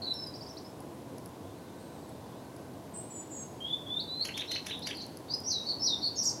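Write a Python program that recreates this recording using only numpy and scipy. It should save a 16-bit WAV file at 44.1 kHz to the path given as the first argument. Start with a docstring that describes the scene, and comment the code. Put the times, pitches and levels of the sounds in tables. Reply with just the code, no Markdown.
"""Over a low rumble like distant traffic, a small songbird in a pine opens with thin whistles and quick flicks.
Sharp high ticks, filtered puffs of noise, dot the scene; faint far birds twitter in the lull.
Then come high two-voiced notes, more whistles, a rattling warble, loud falling slurs and a closing buzz.
Both sides of the syrinx are unsteady sines with weak overtones; the trees scatter them into a smear of echoes."""
import sys
import numpy as np
from scipy import signal
from scipy.fft import rfft, irfft
from scipy.io import wavfile

SR = 44100
rng = np.random.default_rng(int(sys.argv[2]) if len(sys.argv) > 2 else 0)


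def output_pcm(signal):
    """Save a mono or channel-first signal as 16-bit PCM at the path in sys.argv[1].

    Samples are clipped to [-1, 1] before scaling.
    """
    pcm = np.clip(np.atleast_2d(signal).T, -1, 1) * 32767
    wavfile.write(sys.argv[1], SR, np.round(pcm).astype(np.int16))


N = 282240
TIME = np.arange(N) / SR
LEAD_S = .02   # run-up of a noise puff to its top
# Song levels below are rms before the trees; a crescendo is the total change, centred on the note's level.


def from_db(db):
    """Turn decibels into an amplitude factor."""
    return 10 ** (np.asarray(db) / 20)


def rms_one(x):
    """Scale to rms 1."""
    return x / np.sqrt(np.mean(x ** 2) + 1e-20)


def add(track, start_s, sound):
    """Mix a sound into a track."""
    at = max(round(start_s * SR), 0)
    track[at:at + len(sound)] += sound[:max(N - at, 0)]


def wander(size, per_s):
    """Smooth random drift around zero, with per_s new random targets a second."""
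    knots = np.arange(size) * per_s / SR
    return np.interp(knots, np.arange(N // 40), rng.standard_normal(N // 40))


def shaped_noise(spectrum):
    """Steady noise with a given colour, rms 1."""
    hz, db = np.transpose(spectrum)
    bins = np.maximum(np.fft.rfftfreq(N, 1 / SR), 1)
    colour = from_db(np.interp(np.log(bins), np.log(hz), db))
    white = rng.standard_normal(N)
    return rms_one(irfft(rfft(white) * colour, N))


def burst(modes, decay_s, rise_s):
    """A puff of noise swells and dies through broad, steep-sided resonances; rms about 1 at its top."""
    t = TIME[:SR // 20]
    swell = np.exp(np.minimum((t - LEAD_S) / rise_s, (LEAD_S - t) / decay_s))
    puff = rng.standard_normal(len(t)) * swell
    out = np.zeros(len(t))
    for hz, width, db in modes:
        r = np.exp(-np.pi * width / SR)
        section = [(1 - r * r) / 2, 0, (r * r - 1) / 2, 1, -2 * r * np.cos(2 * np.pi * hz / SR), r * r]
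        out += from_db(db) * signal.sosfilt([section, section], puff)   # two passes steepen the sides
    return out * np.linalg.norm(swell) / np.linalg.norm(out)


def syrinx(hz, db, jitter, edge_s=0.0022, overtone_db=-35, full_db=-31):
    """One vibrating membrane: an unsteady sine, eased in and out, with overtones only when driven hard."""
    size = len(hz)
    unsteady_hz = hz * (1 + jitter * wander(size, per_s=900))
    phase = 2 * np.pi * np.cumsum(unsteady_hz) / SR
    t = np.arange(size) / SR
    gate = np.sin(np.pi / 2 * np.clip(np.minimum(t, t[-1] - t) / edge_s, 0, 1)) ** 2
    third = np.sin(3 * phase) * (3 * hz < SR / 2)   # left out where it would alias
    overtones = np.sin(2 * phase) + .5 * third
    # below full_db the overtones sink by 2 dB more for each dB of level
    drive = from_db(overtone_db + 2 * np.minimum(db - full_db, 0))
    return np.sqrt(2) * from_db(db) * gate * (np.sin(phase) + drive * overtones)


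def progress(length_s):
    """Runs from 0 to 1 through a note."""
    return np.linspace(0, 1, max(int(length_s * SR), 20))


def arc(length_s, first, middle, last):
    """Pitch bends along a parabola through three points."""
    parabola = np.polyfit([-1, 0, 1], [first, middle, last], 2)
    return np.polyval(parabola, 2 * progress(length_s) - 1)


def glide(u, first, last, settle_power=1.385):
    """Pitch moves fast at first and settles on its goal."""
    return last + (first - last) * (1 - u) ** settle_power


def plunge(t, top, bottom, halfway_s, power=1.5):
    """Pitch holds until t = 0, is halfway down after halfway_s and levels out toward the bottom."""
    return bottom + (top - bottom) / (1 + (np.maximum(t, 0) / halfway_s) ** power)


# colour of the low rumble: (frequency [Hz], relative level per Hz [dB])
RUMBLE_COLOUR = [(15, -63), (25, -22), (43, -27.5), (89, -4.5), (129, -3.5), (189, -5.5), (290, -2),
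                 (415, -8), (476, -7), (605, -10.5), (648, -9), (796, -12.5), (1030, -13.5), (1330, -27),
                 (1500, -25), (1950, -56), (3300, -120)]
# colour of the thin hiss: (frequency [Hz], relative level per Hz [dB])
AIR_COLOUR = [(760, -40), (1300, -6), (1520, -5.5), (1620, -3.5), (2370, -7.5), (3560, -8), (6910, -11.5),
              (8080, -12), (9460, -12.5), (11100, -12.5), (16000, -19.5)]
# faint wavering drones in the rumble: (pitch [Hz], width [Hz], amplitude [dB])
RUMBLE_DRONES = [(290, 22, -59), (645, 20, -66), (1015, 25, -70)]


def background(rumble_db=-46, air_db=-60, sway_db=.8):
    """Far rumble of swaying level, drones softened by random amplitude, and thin hiss."""
    rumble = from_db(rumble_db + sway_db * wander(N, per_s=6)) * shaped_noise(RUMBLE_COLOUR)
    drones = np.zeros(N)
    for hz, width, db in RUMBLE_DRONES:
        drones += from_db(db) * wander(N, per_s=2 * width) * np.sin(2 * np.pi * hz * TIME)
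    return rumble + drones + from_db(air_db) * shaped_noise(AIR_COLOUR)


# faint, far-off hoots: (start [s], length [s])
DISTANT_HOOTS = [(0, 0.33), (1.55, 0.4), (2.37, .36)]


def far_birds(from_s=1.4, to_s=2.4, pitch_hz=3900, level_db=-71, count=24, hoot_hz=1530, hoot_db=-68):
    """Something hoots far off; in the lull, soft randomly bent notes overlap into a twittering murmur."""
    out = np.zeros(N)
    for start, length in DISTANT_HOOTS:
        hoot_pitch = np.full_like(progress(length), hoot_hz)
        add(out, start, syrinx(hoot_pitch, hoot_db, jitter=.04, edge_s=0.045))
    for start in np.linspace(from_s, to_s, count):
        bends = pitch_hz * (1 + .12 * rng.standard_normal(3))
        add(out, start, syrinx(arc(.09, *bends), level_db, jitter=0.041, edge_s=0.024))
    return out


# notes that glide and settle:
# (start [s], length [s], start pitch [Hz], end pitch [Hz], level [dB], crescendo [dB], pitch jitter [share])
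WHISTLE_NOTES = [ (0.018, 0.039, 4250, 4350, -38.5, -2, 0.038),
                 (0.054, 0.074, 4120, 3990, -34.5, 6.5, .022), (.134, .11, 5410, 5220, -43, 4, 0.011),
                 (.264, .04, 4980, 4970, -46.5, -9, 0.013), (.487, 0.03, 6250, 5230, -49, 7, .008),
                 (0.646, 0.031, 5020, 5340, -54, -7, 0.0065), (1.794, 0.32, 8550, 7800, -69.5, -7, .005),
                 (3.604, 0.055, 3140, 3246, -40, 8, .008), (3.657, .066, 3284, 3420, -37.5, 5, .026),
                 (3.724, .028, 3480, 3510, -31, -2, 0.005), (3.864, 0.12, 3336, 3617, -36.5, 12, 0.0043),
                 (4.077, 0.12, 3893, 4097, -38.5, 10.5, 0.0084), (4.202, .03, 4000, 4450, -29.5, -1, 0.009),
                 (5.282, 0.063, 3650, 4200, -49.5, 13, 0.031), (5.282, .022, 4480, 4450, -49, 16, .02),
                 (5.301, .031, 4450, 4850, -35, 2, .026), (5.336, 0.019, 5025, 5030, -29.5, -12, 0.01),
                 (5.308, .05, 5950, 5770, -51, 7, 0.017)]


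def whistles():
    """Gliding notes, clear or hoarse by their pitch jitter, most of them swelling."""
    out = np.zeros(N)
    for start, length, first, last, db, crescendo, jitter in WHISTLE_NOTES:
        u = progress(length)
        add(out, start, syrinx(glide(u, first, last), db + crescendo * (u - .5), jitter))
    return out


# high ticks: (time [s], level before trim [dB])
HIGH_TICKS = [(0.1406, -42.5), (0.2718, -43), (0.8037, -44.5), (1.1812, -43), (1.2585, -40), (2.092, -49),
              (2.5636, -46.5), (4.275, -40), (4.792, -41), (4.9693, -43), (5.0639, -43), (5.1711, -38.5),
              (5.3482, -44), (5.4024, -41.5), (5.5246, -42), (6.068, -47)]
# what a tick rings with: (frequency [Hz], resonance width per pass [Hz], relative level [dB])
TICK_RESONANCES = [(5200, 1500, -1), (10780, 1500, 4.5)]


def ticks(trim_db=-3, lag_s=0.0011):
    """Dry ticks, a few milliseconds long: noise puffs rung through two high resonances."""
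    out = np.zeros(N)
    for time_s, db in HIGH_TICKS:
        tick = burst(TICK_RESONANCES, decay_s=0.0014, rise_s=0.0007)
        add(out, time_s + lag_s - LEAD_S, from_db(db + trim_db) * tick)
    return out


# quick upward sweeps: (start [s], length [s], start pitch [Hz], end pitch [Hz], mid-note level [dB])
UPWARD_FLICKS = [(0.338, .028, 4540, 5700, -45), (.408, 0.03, 4460, 5720, -46.5),
                 (.463, .023, 4600, 5460, -49), (0.568, 0.022, 3850, 6040, -46.5),
                 (3.991, 0.021, 3610, 4680, -32.5), (4.389, .023, 3145, 4120, -36),
                 (4.472, 0.033, 5200, 6100, -56), (4.549, .019, 4800, 6520, -46),
                 (4.82, 0.022, 4650, 6050, -50), (5, 0.03, 4090, 7000, -51)]


def flicks(jitter=.011, fade_db=-5.5, rise_power=0.96):
    """Quick, nearly straight upward sweeps that fade as they rise."""
    out = np.zeros(N)
    for start, length, first, last, db in UPWARD_FLICKS:
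        u = progress(length)
        pitch = first + (last - first) * u ** rise_power
        add(out, start, syrinx(pitch, db + fade_db * (u - .5), jitter))
    return out


# thin two-voiced notes: (start [s], length [s], upper pitch [Hz], upper level [dB],
# lower start pitch [Hz], lower end pitch [Hz], lower level [dB])
DUET_NOTES = [(2.929, 0.1, 8150, -43, 7280, 7520, -56), (3.09, 0.14, 7860, -47.5, 7290, 7020, -48.5),
              (3.293, 0.16, 7650, -48, 7260, 6470, -47)]


def duets(crescendo_db=3, jitter=0.0085, edge_s=0.027):
    """Both sides of the syrinx sing very high, the upper holding its pitch and the lower sliding."""
    out = np.zeros(N)
    for start, length, upper_hz, upper_db, first, last, lower_db in DUET_NOTES:
        u = progress(length)
        swell = crescendo_db * (u - .5)
        upper_pitch = np.full_like(u, upper_hz)
        lower_pitch = glide(u, first, last)
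        add(out, start, syrinx(upper_pitch, upper_db + swell, jitter, edge_s=edge_s))
        add(out, start, syrinx(lower_pitch, lower_db + swell, jitter, edge_s=edge_s))
    return out


# rattle strokes:
# (click time [s], base level [dB], pip time [s], pip top pitch [Hz], groan level [dB])
RATTLE_STROKES = [(4.2498, -35, 4.2885, 2890, -49), (4.375, -35, 4.418, 3180, -57),
                  (4.5145, -34, 4.558, 2980, -55), (4.665, -35, 4.708, 3150, -48),
                  (4.87, -33, 4.909, 3274, -45.5)]
# rasp of a click: (frequency [Hz], resonance width per pass [Hz], relative level [dB])
RASP_RESONANCES = [(2180, 1600, 3.5), (5330, 2100, 3.5), (10300, 2700, -1)]


def rattle(rasp_db=-1.0, lower_db=-4, upper_db=-2, rasp_lag_s=.003, pip_db=-1,
           groan_low_db=-6, groan_s=.028, groan_sag=.15):
    """Both voices flick upward with a rasp; a faint groan sags and ends in a tiny arched pip."""
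    out = np.zeros(N)
    u = progress(groan_s)
    for click_s, db, pip_s, top_hz, groan_db in RATTLE_STROKES:
        lower = syrinx(arc(0.007, 1380, 2700, 3700), db + lower_db, jitter=.09, edge_s=0.0011)
        upper = syrinx(arc(0.00514, 4640, 5980, 6300), db + upper_db, jitter=0.054, edge_s=0.0013)
        rasp = from_db(db + rasp_db) * burst(RASP_RESONANCES, decay_s=0.004, rise_s=0.0048)
        add(out, click_s, lower)
        add(out, click_s + 0.0022, upper)
        add(out, click_s + rasp_lag_s - LEAD_S, rasp)

        groan_hz = top_hz * (1 + groan_sag * (1 - u))
        groan = syrinx(groan_hz, groan_db, jitter=.02)
        octave_below = syrinx(groan_hz / 2, groan_db + groan_low_db, jitter=0.021)
        add(out, pip_s - groan_s, groan + octave_below)

        pip_pitch = arc(0.0082, 0.366 * top_hz, top_hz, 0.64 * top_hz)
        add(out, pip_s, syrinx(pip_pitch, db + pip_db, jitter=0.027, edge_s=0.00089))
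    return out


# chain of hoarse arches:
# (start [s], length [s], slope start [Hz], slope end [Hz], level [dB], crescendo [dB])
WARBLE_NOTES = [(4.338, 0.085, 3345, 3690, -40.5, -1), (4.477, 0.1, 3940, 4230, -37, 7.5),
                (4.697, 0.064, 3850, 3513, -39.5, 2), (4.818, .066, 3780, 4890, -40.5, 3),
                (4.944, 0.1, 4600, 4275, -44, 2.5)]


def warbles(arch_s=0.033, arch_depth=0.151, jitter=0.027):
    """The pitch bounces in quick arches along a slow slope."""
    out = np.zeros(N)
    for start, length, first, last, db, crescendo in WARBLE_NOTES:
        u = progress(length)
        arches = np.abs(np.sin(np.pi * u * length / arch_s)) - 2 / np.pi   # 2/pi is the mean of an arch
        slope = first + (last - first) * u
        add(out, start, syrinx(slope * (1 + arch_depth * arches), db + crescendo * (u - .5), jitter))
    return out


# loud falling slurs: (start of the plunge [s], reference top pitch [Hz], bottom pitch [Hz], base level [dB])
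FALLING_SLURS = [(5.488, 5684, 3720, -34), (5.847, 5334, 3514, -31.5)]
# the two voices of a slur: (lag [s], top pitch ratio, level offset [dB], extra level at the steepest fall [dB],
# lead-in [s], fall [s], lead-in pitch rise [Hz], time to halfway down [s])
SLUR_SIDES = [(0, .99, 0, -7, .052, .118, 20, .017), (.017, 1.085, 1.3, 6.5, .052, .085, 600, .012)]


def slurs(jitter=0.0078, plunge_jitter=.022, full_early_s=.022, swell_db_per_s=470, fade_db_per_s=30):
    """Two voices swell high, plunge one after the other and level out; the second takes over in the fall."""
    out = np.zeros(N)
    for at, top, bottom, db in FALLING_SLURS:
        for lag, ratio, voice_db, plunge_db, lead_s, fall_s, rise, halfway_s in SLUR_SIDES:
            t = np.arange(-lead_s, fall_s, 1 / SR)
            lead_in = rise * (np.minimum(t, 0) / lead_s) ** 2
            pitch = plunge(t, top * ratio, bottom, halfway_s) - lead_in
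            speed = np.abs(np.gradient(pitch))
            speed = speed / speed.max()
            swell = swell_db_per_s * np.minimum(t + full_early_s, 0)
            fade = fade_db_per_s * np.maximum(t, 0)
            level = db + voice_db + swell - fade + plunge_db * speed
            add(out, at + lag - lead_s, syrinx(pitch, level, jitter + plunge_jitter * speed))
    return out


def chirps(after_s=.165, length_s=.074, attack_s=.023, level_db=-29.7,
           pitch_hz=4530, sag_hz=160, scoop_hz=650, swell_db=20, jitter=0.036):
    """After each slur the voice scoops up again and holds a hoarse, slightly sagging note."""
    out = np.zeros(N)
    u = progress(length_s)
    rising = np.maximum(1 - u * length_s / attack_s, 0)   # 1 at the start, 0 once the attack is over
    pitch = pitch_hz - sag_hz * u - scoop_hz * rising ** 2
    for plunge_s, *_ in FALLING_SLURS:
        add(out, plunge_s + after_s, syrinx(pitch, level_db - swell_db * rising, jitter))
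    return out


# strokes of the closing buzz:
# (break time [s], held voice level [dB], level of the high voice as it comes down [dB])
BUZZ_BREAKS = [(6.222, -30, -29), (6.286, -26, -50)]
# colour of the hiss in the buzz: (frequency [Hz], relative level per Hz [dB])
BUZZ_HISS_COLOUR = [(3500, -45), (5000, 6), (6500, 2), (8600, -24), (9600, -30), (12000, -11), (15000, -34)]


def buzz(from_s=6.156, held_hz=5633, high_hz=8600, low_hz=4300, high_top_db=-46,
         meet_s=0.046, meet_db=-37, swell_db=21, hold_s=.033, drop_s=.013, drop_fade_db=10,
         high_lag_s=0.01, high_s=.052, high_hold_s=.005, high_fall_s=.015, flutter_per_s=190, flutter_depth=.09,
         hiss_at_s=6.258, hiss_db=-37, hiss_width_s=0.035):
    """Two voices meet; one breaks downward twice as the other flutters down from above, amid hiss."""
    out = np.zeros(N)
    u = progress(meet_s)
    for path in arc(meet_s, 6700, 6300, held_hz), arc(meet_s, 5170, 5430, held_hz):
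        add(out, from_s, syrinx(path, meet_db + swell_db * (u - .5), jitter=0.024))

    dropped = np.maximum(np.arange(-hold_s, drop_s, 1 / SR), 0) / drop_s
    breaking_hz = held_hz + (low_hz - held_hz) * dropped

    t = progress(high_s) * high_s
    height = plunge(t - high_hold_s, 1, 0, high_fall_s)
    # the sawtooth flutter deepens as the voice comes down
    flutter = 1 - flutter_depth * (1 - height) * signal.sawtooth(2 * np.pi * flutter_per_s * t)
    falling_hz = (held_hz + (high_hz - held_hz) * height) * flutter

    for at, held_db, high_db in BUZZ_BREAKS:
        held = syrinx(breaking_hz, held_db - drop_fade_db * dropped, jitter=0.01 + .02 * dropped)
        falling_db = high_top_db * height + high_db * (1 - height)
        add(out, at - hold_s, held)
        add(out, at + high_lag_s, syrinx(falling_hz, falling_db, jitter=0.028))

    cloud = np.exp(-((TIME - hiss_at_s) / hiss_width_s) ** 2)
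    return out + from_db(hiss_db) * cloud * shaped_noise(BUZZ_HISS_COLOUR)


# echoes from near crowns: (delay [s], level [dB])
CROWN_ECHOES = [(.017, -14.5), (.031, -13)]


def trees(x, direct_db=-2.5, scatter_db=-7, scatter_t60=0.24, tail_db=-12.5, tail_t60=0.76):
    """Direct sound, two echoes, separate glints off near branches and a faint dense tail from farther trees."""
    t = TIME[:SR]
    response = np.zeros(SR)
    # t60 is the time [s] to die away by 60 dB
    for db, t60, paths_per_s in (scatter_db, scatter_t60, 900), (tail_db, tail_t60, SR):
        paths = rng.standard_normal(SR) * (rng.random(SR) < paths_per_s / SR)
        cloud = paths * np.exp(-np.log(1000) * t / t60) * (1 - np.exp(-t / .003))
        response += from_db(db) * cloud / np.linalg.norm(cloud)
    response[0] += from_db(direct_db)
    for delay, db in CROWN_ECHOES:
        response[round(delay * SR)] += from_db(db)
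    return signal.fftconvolve(x, response)[:N]


def scene():
    """The birds and the drier ticks among the trees, over the background."""
    opening = whistles() + flicks() + duets()
    finale = rattle() + warbles() + slurs() + chirps() + buzz()
    song = trees(far_birds() + opening + finale)
    high_ticks = trees(ticks(), direct_db=2.0, scatter_db=-20, tail_db=-19)
    return (background() + song + high_ticks)[None]


def record(dry, cutoff_hz=15900):
    """A steep low-pass cuts the top."""
    return signal.sosfilt(signal.ellip(12, .1, 70, cutoff_hz, fs=SR, output="sos"), dry)


dry = scene()
out = record(dry)
output_pcm(out)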